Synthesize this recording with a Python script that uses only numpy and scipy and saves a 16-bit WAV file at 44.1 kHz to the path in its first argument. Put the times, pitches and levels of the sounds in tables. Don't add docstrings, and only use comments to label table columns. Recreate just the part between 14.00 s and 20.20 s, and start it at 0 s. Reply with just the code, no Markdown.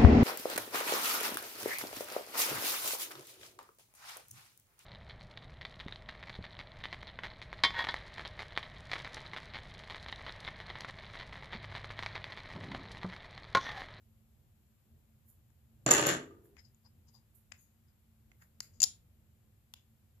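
import sys
import numpy as np
from scipy import signal
from scipy.fft import rfft, irfft, next_fast_len
from scipy.io import wavfile
from scipy.ndimage import uniform_filter1d

SR = 44100
rng = np.random.default_rng(int(sys.argv[2]) if len(sys.argv) > 2 else 0)


def bounce(signal):
    frames = np.transpose(np.atleast_2d(signal))
    limited = np.clip(frames, -1, 1)
    pcm = np.round(limited * 32767).astype(np.int16)
    wavfile.write(sys.argv[1], SR, pcm)


def level_to_linear(level):
    exponent = np.asarray(level, float) / 20
    return 10 ** exponent


N = 273420
HISS_TOP_HZ = 14750


def unit(x):
    return x / np.sqrt(np.mean(x ** 2) + 1e-20)


def along(points, hz):
    f, v = np.transpose(points)
    return np.interp(np.log(hz + 1), np.log(f + 1), v)


def filtered(x, response):
    size = next_fast_len(x.shape[-1] + 8192)
    spectrum = rfft(x, size) * response(np.fft.rfftfreq(size, 1 / SR))
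    return irfft(spectrum, size)[..., :x.shape[-1]]


def sides(pan_db):
    return level_to_linear(np.array([pan_db, -pan_db]) / 2)


def add(track, start, x, lag=0):
    track[0, start:start + x.shape[1]] += x[0]
    track[1, start + lag:start + lag + x.shape[1]] += x[1]


def swell(peak_s, attack_s, release_s):
    t = np.arange(-round(attack_s * SR), round(release_s * SR)) / SR
    gain = level_to_linear(-30 * np.maximum(-t / attack_s, t / release_s))
    return round((peak_s + t[0]) * SR), gain


def ring(modes, seconds, spread_db, attack_s, crack_db):
    t = np.arange(round(seconds * SR)) / SR
    hz, db, t60 = np.transpose(modes)[:, :, None]
    luck = rng.standard_normal((3, 2, len(modes), 1))
    tones = np.sin(2 * np.pi * hz * (1 + 0.011 * luck[0, 0]) * t + 2 * luck[1])
    width = round(2 * SR / hz.mean())
    scrape = rng.standard_normal((2, 1, len(t)))
    for _ in range(2):
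        scrape = uniform_filter1d(scrape, size=width)
    shape = level_to_linear(-60 * t / t60) + unit(scrape) * level_to_linear(crack_db - 60 * t * hz.mean() / 25)
    out = (level_to_linear(db + spread_db * luck[2]) * shape * tones).sum(1)
    out = out * (1 - np.exp(-(t / attack_s) ** 2))
    return out / np.abs(out).max(1, keepdims=True)


def lasts(modes):
    return .22 if modes[0][0] < 450 else .05


def grit(n, per_second, spread_db):
    taps = (rng.random(n) < per_second / SR) * level_to_linear(spread_db * rng.standard_normal(n))
    return unit(taps) * rng.standard_normal((2, n)) + .5 * rng.standard_normal((2, n))


def excite(force, modes, crack_db):
    modal = ring(modes, lasts(modes), spread_db=1.0, attack_s=0.00022, crack_db=crack_db)
    return unit(signal.fftconvolve(force, modal, axes=1)[:, :force.shape[1]])


# f/Hz, correlation
PORT_LIKENESS = [(60, 0.89), (130, 0.89), (290, 0.77), (640, 0.3), (1410, 0.04), (3100, 0.01),
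                 (6820, -0.02), (15000, 0.02)]
# f/Hz, left-right level/dB
PORT_LEAN = [(60, -1.0), (110, 0), (200, -0.5), (380, 2), (700, 2.5), (1290, 5), (2380, 3), (4400, 3.5),
             (8120, 6.5), (15000, -4)]


def noise(spectrum):
    def mid_side(hz):
        turn = np.arccos(np.clip(along(PORT_LIKENESS, hz), -1, 1)) / 2
        return level_to_linear(along(spectrum, hz)) * [np.cos(turn), np.sin(turn)]
    mid, side = filtered(rng.standard_normal((2, N)), mid_side)
    return unit(filtered(np.array([mid + side, mid - side]), lambda hz: sides(along(PORT_LEAN, hz))))


# f/Hz, level/dB per Hz
RUMBLE_SPECTRUM = [(15, -56.5), (25, -22), (59, -4.5), (82, -1), (124, -4.5), (192, -22), (207, -13),
                   (227, -7), (248, -27), (306, -22.5), (465, -29.5), (509, -27.5), (900, -39), (1170, -70),
                   (1980, -120)]
# t/s, level/dB
RUMBLE_LEVEL = [(0.0, -68.5), (0.41, -66.5), (0.81, -71.5), (0.95, -63.5), (1.07, -68.5), (2.73, -67.5),
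                (2.81, -71.5), (2.97, -65), (3.14, -68), (4.16, -70.5), (4.28, -65.5), (4.42, -70),
                (4.77, -63.5), (5.09, -68), (5.5, -67), (5.63, -70), (5.9, -70.5), (6.2, -68)]
# t/s, level/dB
MOTOR_LEVEL = [(0, -90.5), (3.9, -89.5), (4.3, -77), (5.4, -82), (5.7, -93), (6.2, -91)]
# f/Hz, level/dB per Hz
HISS_SPECTRUM = [(500, -12), (700, -6), (1500, -8.5), (3000, -10.5), (6300, -16), (7300, -8.5), (8500, -17),
                 (9500, -15), (11500, -7.5), (13900, -7), (14600, -9.5)]


def background():
    t = np.arange(N) / SR
    level = level_to_linear(np.interp(t, *np.transpose(RUMBLE_LEVEL)))
    start, shake = swell(1.96, attack_s=0.25, release_s=0.24)
    level[start:start + len(shake)] += level_to_linear(-55) * shake
    rumble = level_to_linear(2.0) * level * noise(RUMBLE_SPECTRUM)
    motor_gain = level_to_linear(np.interp(t, *np.transpose(MOTOR_LEVEL)))
    motor = motor_gain * noise([(160, -40.5), (174, -1), (190, -39.5), (300, -120)])
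    drone = level_to_linear(-80) * np.sin(2 * np.pi * 222.5 * t)
    drone = drone + level_to_linear(-86) * noise([(205, -40), (222, -0.5), (240, -40.5), (400, -120)])
    hiss = level_to_linear(-76) * filtered(noise(HISS_SPECTRUM), lambda hz: hz < HISS_TOP_HZ)
    return rumble + motor + drone + hiss


# f/Hz, level/dB, t60/s
CHIP_RING = [(6220, -5, 0.009), (6960, 0, 0.016), (7190, -2, 0.014), (7680, -13.5, 0.01),
             (8070, -17, 0.0066)]
# peak t/s, hiss level/dB, attack t/s, left-right level/dB
SLIDES = [
    (1.293, -63.5, .06, -5),
    (2.452, -70.5, .05, -3),
    (3.15, -76.5, 0.11, 10),
    (3.353, -65, 0.019, -10),
    (3.62, -69, 0.19, 3.5),
    (4.428, -71, 0.12, 2),
    (4.63, -64, 0.025, 8),
]


def slides():
    out = np.zeros((2, N + SR))
    for s, db, attack_s, pan_db in SLIDES:
        start, gain = swell(s, attack_s, release_s=.13)
        force = grit(SR // 3, per_second=6000, spread_db=3.0)
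        skin = unit(filtered(force, lambda hz: (hz < HISS_TOP_HZ) / (1 + (9500 / (hz + 1)) ** 6)))
        rub = skin + level_to_linear(-17) * excite(force, CHIP_RING, crack_db=-4.5)
        add(out, start, level_to_linear(db) * gain * rub[:, -len(gain):] * sides(pan_db)[:, None])
    return out[:, :N]


# from t/s, body f/Hz, body level/dB, top modes level/dB, left-right level/dB
GRIPS = [(0, 1595, -2, -7, 18), (2.4, 1680, 11, -1, 16), (2.52, 2050, 13, -14, 16.5),
         (2.72, 3690, -22, -18, 24), (2.8, 940, -25, -25, 14.5), (3.3, 1500, -7, 18, 21),
         (3.45, 2200, 6, -16.5, 12.5), (3.8, 1300, -12, -19, 13), (4.2, 2104, 10, -7, -1.5),
         (4.37, 1890, 10, 4, 5), (4.55, 2200, -10, -4, 5), (4.7, 2800, -17.5, -14, 12),
         (4.811, 2790, -20, -12.5, 6), (4.835, 3100, -21.5, -8, 8), (5.3, 3450, 2, 3, 6)]


def grip(s):
    return [row for row in GRIPS if row[0] <= s][-1][1:]


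# pitch ratio to body f/Hz, level/dB, t60/s
STACK_MODES = [(.45, -4, 0.00591), (.65, -6.5, 0.0065), (.83, 2, 0.0087), (1, 5, 0.013), (1.2, -4, .008),
               (1.45, -8, .005), (1.8, -9, 0.0044)]


def body(hz):
    return [(ratio * hz, db, t60) for ratio, db, t60 in STACK_MODES]


# f/Hz, level/dB, t60/s
CHIP_FIVE = [(4590, -5, 0.0078), (4963, -3, 0.016), (5400, -3.5, 0.01), (6270, -5, 0.0065)]
# f/Hz, level/dB, t60/s
CHIP_TOP = [(9800, 0, 0.011), (10940, 2.5, 0.0045), (11990, -1.5, 0.0078), (12700, -6, .004),
            (14390, -5, 0.0065)]
# f/Hz, level/dB, t60/s
PALM = [(776, -19, 0.025), (950, -5.5, .008)]
# t/s, 7 kHz ring level/dB, 5 kHz modes over it/dB
CONTACTS = [(1.5024, -66, -19), (2.4554, -70, -16), (2.5675, -59, -2), (2.746, -55, -19), (2.8514, -82, 14),
            (3.3534, -94, 0), (3.5172, -53.5, 0.5), (3.5206, -42.5, 6.5), (3.5231, -55, 2.5),
            (3.8844, -79, 12), (4.3164, -63, -6), (4.4214, -60, -2), (4.6037, -36, 1), (4.6043, -28, 3),
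            (4.6052, -37.5, 3), (4.8020, -22, -5.5), (4.8050, -22.5, -0.5), (4.8185, -12, -6),
            (4.8272, -28, 6), (4.8293, -8, -11), (4.8316, -8, -13.5), (4.8378, -21.5, -1),
            (4.8384, -12.5, 6.5), (4.8426, -23.5, 5.5), (5.7378, -48, 9.5), (5.741, -59, 9.5)]
# t/s, level/dB
PALM_SLAPS = [
    (4.822, -46.5),
    (4.840, -44),
]


def clicks():
    def hit(modes, crack_db):
        return ring(modes, 0.039, spread_db=2.0, attack_s=0.00022, crack_db=crack_db)
    out = np.zeros((2, N + SR))
    for s, db, five_db in CONTACTS:
        body_hz, body_db, top_db, pan_db = grip(s)
        blow = hit(CHIP_RING, crack_db=-7.5) + level_to_linear(five_db) * hit(CHIP_FIVE, crack_db=-4)
        held = level_to_linear(body_db) * hit(body(body_hz) + PALM, crack_db=-2)
        held += level_to_linear(top_db) * hit(CHIP_TOP, crack_db=4)
        blow += level_to_linear(max(five_db, 0)) * held
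        add(out, round(s * SR), level_to_linear(db) * blow * level_to_linear([[0], [-pan_db]]), lag=14)
    for s, db in PALM_SLAPS:
        slap = ring(PALM[:1], .05, spread_db=0, attack_s=.002, crack_db=-9)
        add(out, round(s * SR), level_to_linear(db) * slap * level_to_linear([[0], [-12]]))
    return signal.sosfilt(signal.butter(3, 560, "high", fs=SR, output="sos"), out[:, :N])


# f/Hz, level/dB, t60/s
CHIP_LOW = [(1780, 1, 0.008), (2050, 3.5, 0.0074), (2520, 2, .006), (3100, -8, .004), (3600, -11, 0.0046),
            (4350, -3.5, .005)]
# f/Hz, level/dB, t60/s
TABLE_LEGS = [(138, 1, 0.16), (190, -2.5, .04)]
# f/Hz, level/dB, t60/s
TABLE_FRAME = [(264, -5.5, 0.067), (311, -6.5, 0.14), (353, -4.5, 0.087), (406, -5.5, .08)]
# f/Hz, level/dB, t60/s
TABLE_TOP = [(500, -0.5, 0.029), (650, 3.5, 0.025), (856, -4, 0.018), (1030, -7.5, 0.015),
             (1230, 0.5, 0.045), (1445, -2.5, 0.011)]
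# t/s, 7 kHz ring level/dB, table level/dB, top modes level/dB
BOUNCES = [(1.8628, -18.5, 0.5, -28), (1.8705, -29, -5, -29), (1.8872, -26.5, 7.5, -16),
           (1.9084, -16, -14, -5), (1.9107, -10.5, -4.5, -15.5), (1.9156, -8, -13.5, -19.5),
           (1.9371, -13.5, -13.5, -13.5), (1.949, -23, -11, -18), (1.9675, -21.5, -4.5, -14.5),
           (1.9802, -29, -5, -13.5), (1.9943, -31, -2.5, -13), (2.013, -32, 5, -1),
           (2.0357, -29, -1.5, -17), (2.0676, -22.5, 3, 1.5), (2.0902, -30, -2, -16.5),
           (2.0951, -37.5, -3, -8.5), (2.1159, -38, 10, -2), (2.1374, -38, 5, -1)]


def bounces():
    def hit(modes):
        blow = ring(modes, lasts(modes), spread_db=4.0, attack_s=.0008, crack_db=3)
        return np.pad(blow, ((0, 0), (0, SR // 4)))[:, :SR // 4]
    out = np.zeros((2, N + SR))
    for s, db, table_db, top_db in BOUNCES:
        blow = hit(CHIP_RING) + level_to_linear(-11) * hit(CHIP_LOW + CHIP_FIVE[::2]) + level_to_linear(top_db) * hit(CHIP_TOP)
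        blow += level_to_linear(table_db - 3.5) * hit(TABLE_LEGS + TABLE_FRAME + TABLE_TOP)
        pan_db = -2 + 35 * (s - BOUNCES[0][0])
        add(out, round(s * SR), level_to_linear(db + 2.5) * sides(pan_db)[:, None] * blow)
    return out[:, :N]


# t/s, level/dB
RATTLE = [
    (1.865, -32),
    (1.901, -40),
    (1.913, -24),
    (1.935, -28),
    (2.057, -38),
    (2.067, -28),
    (2.121, -35.5),
    (2.259, -71.5),
    (2.56, -112),
]


def rattle():
    out = np.zeros((2, N + SR))
    t = np.arange(SR) / SR + BOUNCES[0][0]
    chip_db = np.interp(t, *np.transpose(RATTLE), right=-200)
    extra_db = chip_db + 33
    force = grit(SR, per_second=1000, spread_db=4.5)
    chatter = level_to_linear(-39 + .42 * extra_db) * excite(force, TABLE_FRAME, crack_db=-6.0)
    chatter += level_to_linear(-35.5 + 0.76 * extra_db) * excite(force, TABLE_TOP, crack_db=3.5)
    chatter += level_to_linear(chip_db - 4) * excite(force, CHIP_RING, crack_db=-3.0)
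    chatter += level_to_linear(chip_db - 1) * excite(force, CHIP_LOW + CHIP_FIVE[::2], crack_db=5.5)
    top_db = chip_db - 15.5 + 1.4 * np.maximum(extra_db, -5)
    chatter += level_to_linear(top_db) * excite(force, CHIP_TOP, crack_db=3.0)
    add(out, round(t[0] * SR), chatter)
    return out[:, :N]


# t/s, level/dB
SETTLING_TAPS = [
    (2.246, -59),
    (2.305, -56),
    (2.365, -62.5),
    (2.43, -73),
]


def settling():
    out = np.zeros((2, N + SR))
    for s, db in SETTLING_TAPS:
        tap = ring(TABLE_TOP[3:5], 0.19, spread_db=2, attack_s=0.0058, crack_db=-2)
        add(out, round(s * SR), level_to_linear(db) * tap)
    return out[:, :N]


def dropped():
    return filtered(bounces() + rattle() + settling(),
                    lambda hz: 1 / (1 + (105 / (hz + 1)) ** 4) / (1 + (hz / 14600) ** 40))


# peak t/s, 5 kHz modes level/dB, body over it/dB, 7 kHz ring over it/dB, release t/s
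GRINDS = [(2.584, -86, 20, 10, 0.04), (2.594, -64, -7.5, -10.5, 0.045), (2.652, -71.5, -27, -9, .07),
          (2.862, -65.5, -8.5, -15, .035), (3.088, -71.5, -8.5, -3.5, 0.039), (3.15, -68.5, -8.5, -6, .09),
          (3.541, -79.5, 12.5, 4.5, .05), (3.59, -85.5, -8, 12.5, .2), (3.888, -84, -3, -14, .07),
          (4.423, -75, 11, 7.5, 0.057), (4.63, -65, -3.5, 2, .12), (4.74, -81, -12, 6, 0.1984),
          (5.765, -76.5, 6.5, 2, 0.11)]


def grinds():
    out = np.zeros((2, N + SR))
    for s, db, body_db, ring_db, release_s in GRINDS:
        start, gain = swell(s, .03, release_s)
        body_hz, _, _, pan_db = grip(s)
        force = grit(SR // 3, per_second=5400, spread_db=2.5)
        rub = level_to_linear(body_db) * excite(force, body(body_hz), crack_db=1.5)
        rub += excite(force, CHIP_FIVE[1:2], crack_db=-2.5)
        rub += level_to_linear(ring_db) * excite(force, CHIP_RING, crack_db=-5.5)
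        add(out, start, level_to_linear(db) * gain * rub[:, -len(gain):] * sides(pan_db)[:, None])
    return out[:, :N]


# f/Hz, t60/s
ROOM_DECAY = [(200, 0.33), (600, .22), (1500, 0.3), (3000, .27), (6000, 0.18), (10000, .25), (15000, 0.098)]


def room(x, delay_s):
    out, hop = np.zeros((2, N + SR)), SR // 10
    for start in range(0, N, hop):
        piece = x[:, start:start + hop].mean(0)
        if np.abs(piece).max() > 1e-9:
            hz, t, z = signal.stft(rng.standard_normal((2, SR // 3)), SR, nperseg=256)
            decay = level_to_linear(-60 * t / along(ROOM_DECAY, hz)[:, None])
            tail = signal.istft(z * decay, SR, nperseg=256)[1]
            tail = tail * (1 - np.exp(-np.arange(tail.shape[1]) / SR / 0.0067))
            answer = signal.fftconvolve(piece[None], tail / np.linalg.norm(tail[0]), axes=1)
            add(out, start + round(delay_s * SR), answer)
    return out[:, :N]


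# centre f/Hz, inner width f/Hz, outer width f/Hz
PORT_DIP = (8700, 320, 1200)
# f/Hz, side level/dB
PORT_WIDTH = [(60, -10.5), (130, -17.5), (300, -9.5), (600, -3), (1500, 1)]


def ports(x):
    dip_hz, inner_hz, outer_hz = PORT_DIP

    def mid_side(hz):
        stiff = dip_hz ** 2 - hz * hz
        dip = (stiff + 1j * hz * inner_hz) / (stiff + 1j * hz * outer_hz)
        narrow = np.minimum(level_to_linear(along(PORT_WIDTH, hz)), 1)
        return dip * [np.sqrt(2 - narrow ** 2), narrow]
    mid, side = filtered(np.array([x[0] + x[1], x[0] - x[1]]) / 2, mid_side)
    return signal.sosfilt(signal.butter(10, 15000, fs=SR, output="sos"), [mid + side, mid - side])


def scene():
    hand, table = slides() + clicks() + grinds(), dropped()
    hand_room = level_to_linear(-15) * room(hand, delay_s=0.0067)
    table_room = level_to_linear(-6.0) * room(table, delay_s=.004)
    return ports(hand + hand_room + table + table_room) + background()


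def top_cut(x):
    return signal.sosfilt(signal.butter(12, 16480, fs=SR, output="sos"), x)


def record(dry):
    return top_cut(dry)


dry = scene()
out = record(dry)
bounce(out)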